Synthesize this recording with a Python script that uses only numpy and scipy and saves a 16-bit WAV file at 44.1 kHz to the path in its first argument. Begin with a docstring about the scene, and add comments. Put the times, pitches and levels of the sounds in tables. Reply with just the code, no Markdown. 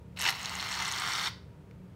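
"""Foam spray on a shoe

Close to the microphone, in a quiet room with an appliance humming, an aerosol can sprays foam.
The nozzle spits a quick run of wet bursts, then settles into a sputtering jet that slowly swells.
Gas pockets pop in the stream, and the nozzle sings just before the valve shuts.
The foam fizzes for a moment, the room rings briefly, and one faint tick follows."""
import sys
import numpy as np
from scipy import signal
from scipy.fft import rfft, irfft
from scipy.io import wavfile

SR = 44100
rng = np.random.default_rng(int(sys.argv[2]) if len(sys.argv) > 2 else 0)


def wav_out(sig):
    """Save sig, one row per channel (or a flat mono array), as 16-bit PCM at SR to the path in sys.argv[1]."""
    wavfile.write(sys.argv[1], SR, np.round(np.clip(np.atleast_2d(sig).T, -1, 1) * 32767).astype(np.int16))


N = 85995
T = np.arange(N) / SR

# appliance hum (frequency [Hz], level [dB])
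HUM_TONES = [(74, -60), (102.3, -60.5), (121, -59.5), (150.7, -60.5), (183, -56), (296, -72), (393, -70.5),
             (468, -71.5), (899, -78), (952.8, -76.5)]
# rumble of the room (frequency [Hz], relative level [dB])
RUMBLE_COLOUR = [(20, -26), (45, -14), (70, -1), (125, -2.5), (190, -6.5), (230, -9.5), (330, -16.5),
                 (560, -16.5), (720, -25.5), (950, -28), (1200, -27), (2000, -32.5), (2700, -35.5),
                 (5000, -43.5), (9000, -47.5), (15500, -52)]
# the room's reverberation (frequency [Hz], time to fall 60 dB [s])
REVERB_TIMES = [(300, 0.02), (1300, 0.43), (3000, .34), (4400, .38), (6500, 0.34), (12000, 0.2)]
# its diffuse tail (frequency [Hz], gain [dB])
REVERB_COLOUR = [(300, -18.5), (1500, -10), (3000, -13.5), (4500, -9), (7000, -15.5), (14000, -13)]
# spectra of the tick, settling foam, gas hiss and spits (frequency [Hz], relative level [dB])
TICK_COLOUR = [(200, -4), (700, -2), (1300, -5), (2200, -1), (4000, -14), (8000, -21), (10000, -27),
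               (15000, -26)]
FIZZ_COLOUR = [(500, -19), (1500, -5), (2800, -4.5), (3900, -5), (4700, 2), (5600, -5), (7000, -19),
               (10000, -28), (15000, -34)]
GAS_COLOUR = [(3000, -12), (9000, -5), (10400, 2), (11200, -1), (14700, -2.5), (15600, 0.5)]
SPIT_COLOUR = [(200, -19.5), (580, -27), (850, -2.5), (1250, -8.5), (2000, 3.5), (2450, -4), (2800, 3.5),
               (3500, -9.5), (3950, 0.5), (4800, -10.5), (5350, -6), (5800, -11), (6400, -9), (7500, -18),
               (10000, -22.5), (11800, -18.5), (13000, -28.5), (15500, -30)]
# flow through the nozzle (time [s], level [dB])
FLOW_LEVELS = [(.162, -50), (.168, -49.5), (.2, -44), (.24, -34), (.26, -33.5), (.288, -30), (.305, -38),
               (.335, -42.5), (.42, -41), (.6, -39), (.85, -35), (1.0, -36), (1.06, -34.5), (1.2, -34.5),
               (1.275, -35.5), (1.289, -40.5), (1.296, -79)]
# resonances of the singing nozzle (frequency [Hz], width [Hz], level at the peak [dB])
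NOZZLE_MODES = [(3620, 200, -40), (4474, 180, -38.5), (5360, 350, -44)]
# narrow dips in the spray's spectrum (frequency [Hz], width [Hz])
SPRAY_NOTCHES = [(4920, 306), (10400, 680)]
# large gas pockets popping (time [s], relative level [dB], pitch [Hz])
LARGE_POPS = [(.1932, -28, 8070), (0.2027, -27, 5300), (.2155, -24.5, 6500), (0.2636, -18.5, 2840),
              (.2788, -19, 5260), (.4307, -32.5, 6500), (.4477, -32, 5370), (.458, -21.5, 4180),
              (0.457, -29, 6550), (0.495, -29, 4130), (0.4952, -32.5, 6720), (.5534, -29, 6800),
              (.5543, -34.5, 8300), (0.598, -30, 4070), (.603, -26.5, 4250), (.6115, -30, 5400),
              (.6316, -27, 3400), (.7122, -28, 5510), (.7202, -30.5, 7700), (0.727, -25.5, 4270),
              (.7406, -28.5, 4000), (0.7517, -28.5, 6460), (.824, -26, 6500), (.8509, -23.5, 5860),
              (0.8561, -20, 3600), (.8799, -30, 7700), (0.9148, -27, 6240), (.9227, -23, 6500),
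              (.9227, -28, 9070), (0.9366, -25, 3500), (0.985, -25, 4700), (.9993, -29, 8000),
              (1.0922, -29.5, 7580), (1.12, -25, 4280), (1.1348, -22, 5600), (1.1586, -30, 5460),
              (1.196, -25.5, 3500), (1.2286, -35, 8440), (1.2618, -24, 3620), (1.2718, -21.5, 3700)]
# spits as the nozzle clears (time [s], relative level [dB], treble against the whole [dB])
SPIT_EVENTS = [(0.172, -34.5, -16), (0.1741, -36, -21), (0.1879, -33, -9.0), (0.1978, -30, -16),
               (0.2, -27.5, -17), (0.209, -24, -8.5), (0.2144, -29, 2), (0.2225, -25.5, -2.5),
               (0.2308, -25, -7), (0.2403, -22.5, -9), (0.25, -24, -16), (0.2532, -18.5, -18),
               (0.2587, -23, -16), (0.2634, -17.5, -24.0), (0.2685, -34, -15), (0.2749, -21.0, -12.5),
               (0.2779, -25.5, -15), (0.2861, -16.5, -19), (0.288, -20, -18), (0.2934, -20.5, -7),
               (0.3041, -30.5, 3), (0.3251, -28.5, -25)]
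# jet spectrum, early then late (frequency [Hz], relative level [dB], frequency [Hz], relative level [dB])
JET_COLOURS = [(100, -22, 100, -21), (420, -11, 410, -11), (544, -14, 570, -17), (690, -2, 720, -6),
               (900, 1, 1000, 2), (1300, 0, 1380, 2.5), (1655, -2.5, 1680, -1.5), (2030, 3, 2180, 4),
               (2380, -4.5, 2580, -9), (2720, 2, 3090, -0.5), (3160, -3, 3330, -5), (3480, -8, 3620, 0.5),
               (3750, -3.5, 4050, -8), (4120, -1, 4460, -1.5), (4920, -7, 5100, -7),
               (5360, -3.5, 5500, -3.5), (6000, -13.5, 6050, -13), (6700, -10, 6900, -11.5),
               (7400, -19.5, 7100, -14.5), (8400, -18.5, 8700, -15.5), (10100, -27, 10400, -22),
               (15600, -28, 14000, -30)]


def amp(db):
    """Decibels to gain."""
    return 10 ** (np.asarray(db) / 20)


def unit(x):
    """Scales to rms 1."""
    return x / np.sqrt(np.mean(abs(x) ** 2) + 1e-20)


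def read(points, hz):
    """Reads a curve on a log-frequency axis."""
    f, value = np.transpose(points)
    return np.interp(np.log(hz + 1), np.log(f + 1), value)


def add(mix, start_s, sound):
    """Mixes a sound in at a time."""
    part = mix[round(start_s * SR):][:len(sound)]
    part += sound[:len(part)]


def colour(x, points, size=8192):
    """Applies a causal filter of unit energy with the given spectrum."""
    log_gain = np.log(amp(read(points, abs(np.fft.fftfreq(size, 1 / SR)))))
    taps = np.fft.ifft(np.exp(np.conj(signal.hilbert(log_gain)))).real[:size // 2]
    return signal.fftconvolve(x, taps / np.linalg.norm(taps))[:N]


def resonate(x, hz, width_hz):
    """Passes a sound through one resonance."""
    return signal.lfilter(*signal.iirpeak(hz, hz / width_hz, fs=SR), x)


def drift(rate_hz):
    """Random wandering of rms 1, mostly slower than the rate."""
    hz = np.fft.rfftfreq(N, 1 / SR)
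    return unit(irfft(rfft(rng.standard_normal(N)) * np.exp(-(hz / rate_hz) ** 2), N))


def room_tone(waver=0.72, waver_hz=8.3, rumble_db=-52.5):
    """An appliance hums unsteadily over a low rumble."""
    hum = np.zeros(N)
    for hz, db in HUM_TONES:
        wander = 1 + waver * (drift(waver_hz) + 1j * drift(waver_hz))
        tone = np.exp(2j * np.pi * (hz * T + rng.random()))
        hum += amp(db) * unit((wander * tone).real)
    gain = amp(read(RUMBLE_COLOUR, np.fft.rfftfreq(N, 1 / SR)))
    rumble = irfft(rfft(rng.standard_normal(N)) * gain, N)
    return hum + amp(rumble_db) * unit(rumble)


def room(x, reflections=8, near_db=-11, near_s=.004):
    """The microphone hears the direct sound, reflections off shoe and floor, and a short diffuse tail."""
    hz, t, noise = signal.stft(rng.standard_normal(SR // 2), SR, nperseg=256)
    t60 = read(REVERB_TIMES, hz)[:, None]
    decay = amp(read(REVERB_COLOUR, hz)[:, None] - 60 * t / t60)
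    energy_norm = np.sqrt(2 * np.log(1000) / (t60 * SR))
    tail = signal.istft(noise * decay * energy_norm, SR, nperseg=256)[1]
    response = np.r_[np.zeros(round(near_s * SR)), tail]
    for place, sign in zip(rng.random(reflections), rng.choice([-1, 1], reflections)):
        response[round(near_s * (.5 + 2 * place) * SR)] += sign * amp(near_db) / np.sqrt(reflections)
    return x + signal.fftconvolve(x, response)[:N]


def tick(start_s=1.7114, db=-53, decay_s=.0015):
    """One faint tick after the spray."""
    out, t = np.zeros(N), np.arange(SR // 40) / SR
    add(out, start_s, amp(db) * np.exp(-t / decay_s) * rng.standard_normal(len(t)))
    return colour(out, TICK_COLOUR)


def fizz(valve_shut_s=1.29, db=-47.5, decay_s=0.041, flutter_db=3.3):
    """Fresh foam crackles and settles once the stream stops."""
    age = T - valve_shut_s
    fade = (age > 0) * np.exp(-abs(age) / decay_s)
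    cells = unit(rng.standard_normal(N) * amp(flutter_db * drift(rate_hz=320)))
    return colour(amp(db) * fade * cells, FIZZ_COLOUR)


def flow():
    """Strength of the stream over time, zero while the valve is shut."""
    return amp(np.interp(T, *np.transpose(FLOW_LEVELS), left=-np.inf, right=-np.inf))


def gas_hiss(open_s=0.14, ramp_s=.025, release_s=.005):
    """Escaping gas hisses finely; it builds as the valve opens and trails off when it shuts."""
    pole = np.exp(-1 / (release_s * SR))
    pressure = signal.lfilter([1 - pole], [1, -pole], flow() ** 0.31)  # follows the flow only weakly
    opening = np.clip((T - open_s) / ramp_s, 0, 1)
    return colour(amp(-45) * opening * pressure * rng.standard_normal(N), GAS_COLOUR)


def nozzle_song(start_s=1.09, peak_s=1.275, rise_db=8.5, fade_s=0.0075, flutter_db=4.5):
    """Gas excites the nozzle's resonances, more strongly as the pressure rises, until the valve shuts."""
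    rise = amp(rise_db * np.minimum((T - peak_s) / (peak_s - start_s), 0))
    fade_in = np.clip((T - start_s) / fade_s, 0, 1)
    fade_out = np.exp(-np.maximum(T - peak_s, 0) / fade_s)
    tones = np.zeros(N)
    for hz, width_hz, db in NOZZLE_MODES:
        gas = rng.standard_normal(N) * amp(flutter_db * drift(rate_hz=74))
        tones += amp(db) * unit(resonate(gas, hz, width_hz))
    return rise * fade_in * fade_out * tones


def pop(hz, rise_cycles, glide=.02, puff_db=-5.5, puff_octaves=0.44):
    """A gas pocket opens with a puff and rings for a few cycles, rising slightly in pitch."""
    t = np.arange(SR // 80) / SR
    age = t * hz / rise_cycles
    pitch_hz = hz * (1 + glide * np.tanh(age - 1))
    ring = np.sin(2 * np.pi * (np.cumsum(pitch_hz) / SR + rng.random()))
    band = signal.butter(2, [hz / 2 ** puff_octaves, hz * 2 ** puff_octaves], "band", fs=SR)
    puff = unit(signal.lfilter(*band, rng.standard_normal(len(t))))
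    return (age * np.exp(1 - age)) ** 2 * (ring + amp(puff_db) * puff)


def pops(large_rise_s=0.0006, small_per_s=150, small_hz=5710, small_octaves=0.596, muffle_hz=10900):
    """Large gas pockets pop among small ones that follow the flow; the foam muffles their treble."""
    out, strength = np.zeros(N), flow()
    for start_s, db, hz in LARGE_POPS:
        add(out, start_s, amp(db - 0.5) * pop(hz, rise_cycles=hz * large_rise_s))
    bursts = (rng.random(N) < small_per_s / SR) & (strength > 0)
    sizes = amp(-7 + 4.5 * np.minimum(rng.exponential(1, N), 2))
    pitch_hz = small_hz * 2 ** (small_octaves * rng.uniform(-1.01, 1, N))
    for i in np.flatnonzero(bursts):
        add(out, i / SR, strength[i] * sizes[i] * pop(pitch_hz[i], rise_cycles=2.9))
    return signal.lfilter(*signal.butter(2, muffle_hz, fs=SR), out)


def spits(rise_s=0.00092, usual_treble_db=-13.5, crossover_hz=6000):
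    """Slugs of liquid leave the nozzle, each followed by a short blast of gas."""
    body, treble, t = np.zeros(N), np.zeros(N), np.arange(SR // 50) / SR
    envelope = t / rise_s * np.exp(1 - t / rise_s)
    envelope_rms = np.sqrt(np.mean(envelope ** 2))
    for start_s, db, treble_db in SPIT_EVENTS:
        blast = amp(db - 3) * envelope_rms * unit(envelope * rng.standard_normal(len(t)))
        add(body, start_s, blast)
        add(treble, start_s, blast * amp(treble_db - usual_treble_db))
    lowpass = signal.butter(2, crossover_hz, fs=SR)
    blasts = treble + signal.filtfilt(*lowpass, body - treble)  # body below the crossover, treble above
    return colour(blasts, SPIT_COLOUR)


def jet(cells_per_s=3500, spread_db=3.5, hiss_db=-2.5, flutter_db=1.55, slide_s=(0.39, 1.15), steps=7):
    """Tiny foam cells burst at the nozzle over a fluttering hiss; the resonances slide upward."""
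    sizes = amp(spread_db * np.minimum(rng.exponential(1, N), 4))
    crackle = sizes * rng.choice([-1, 1], N) * (rng.random(N) < cells_per_s / SR)
    sputter = unit(unit(crackle) + amp(hiss_db) * rng.standard_normal(N))
    stream = flow() * unit(sputter * amp(flutter_db * drift(rate_hz=370)))
    slide = np.interp(T, slide_s, [0, 1])
    early, late = np.hsplit(np.array(JET_COLOURS), 2)
    out = np.zeros(N)
    for stage in np.linspace(0, 1, steps):
        crossfade = np.maximum(1 - abs(slide - stage) * (steps - 1), 0)
        out += colour(stream * crossfade, early + stage * (late - early))
    return out


def notched(x, depth=.65):
    """Cuts narrow dips into everything that comes from the nozzle."""
    for hz, width_hz in SPRAY_NOTCHES:
        x = x - depth * resonate(x, hz, width_hz)
    return x


def scene():
    """The can at close range, with the room tone behind it, in mono."""
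    spray = notched(jet() + gas_hiss() + spits() + nozzle_song() + pops())
    return (room_tone() + room(spray + fizz() + tick()))[None]


def record(dry):
    """The recorder cuts off the microphone's signal above 15780 Hz."""
    lowpass = signal.firwin(511, 15780, window=("kaiser", 9), fs=SR)
    return signal.oaconvolve(dry, lowpass[None], "same")


dry = scene()
out = record(dry)
wav_out(out)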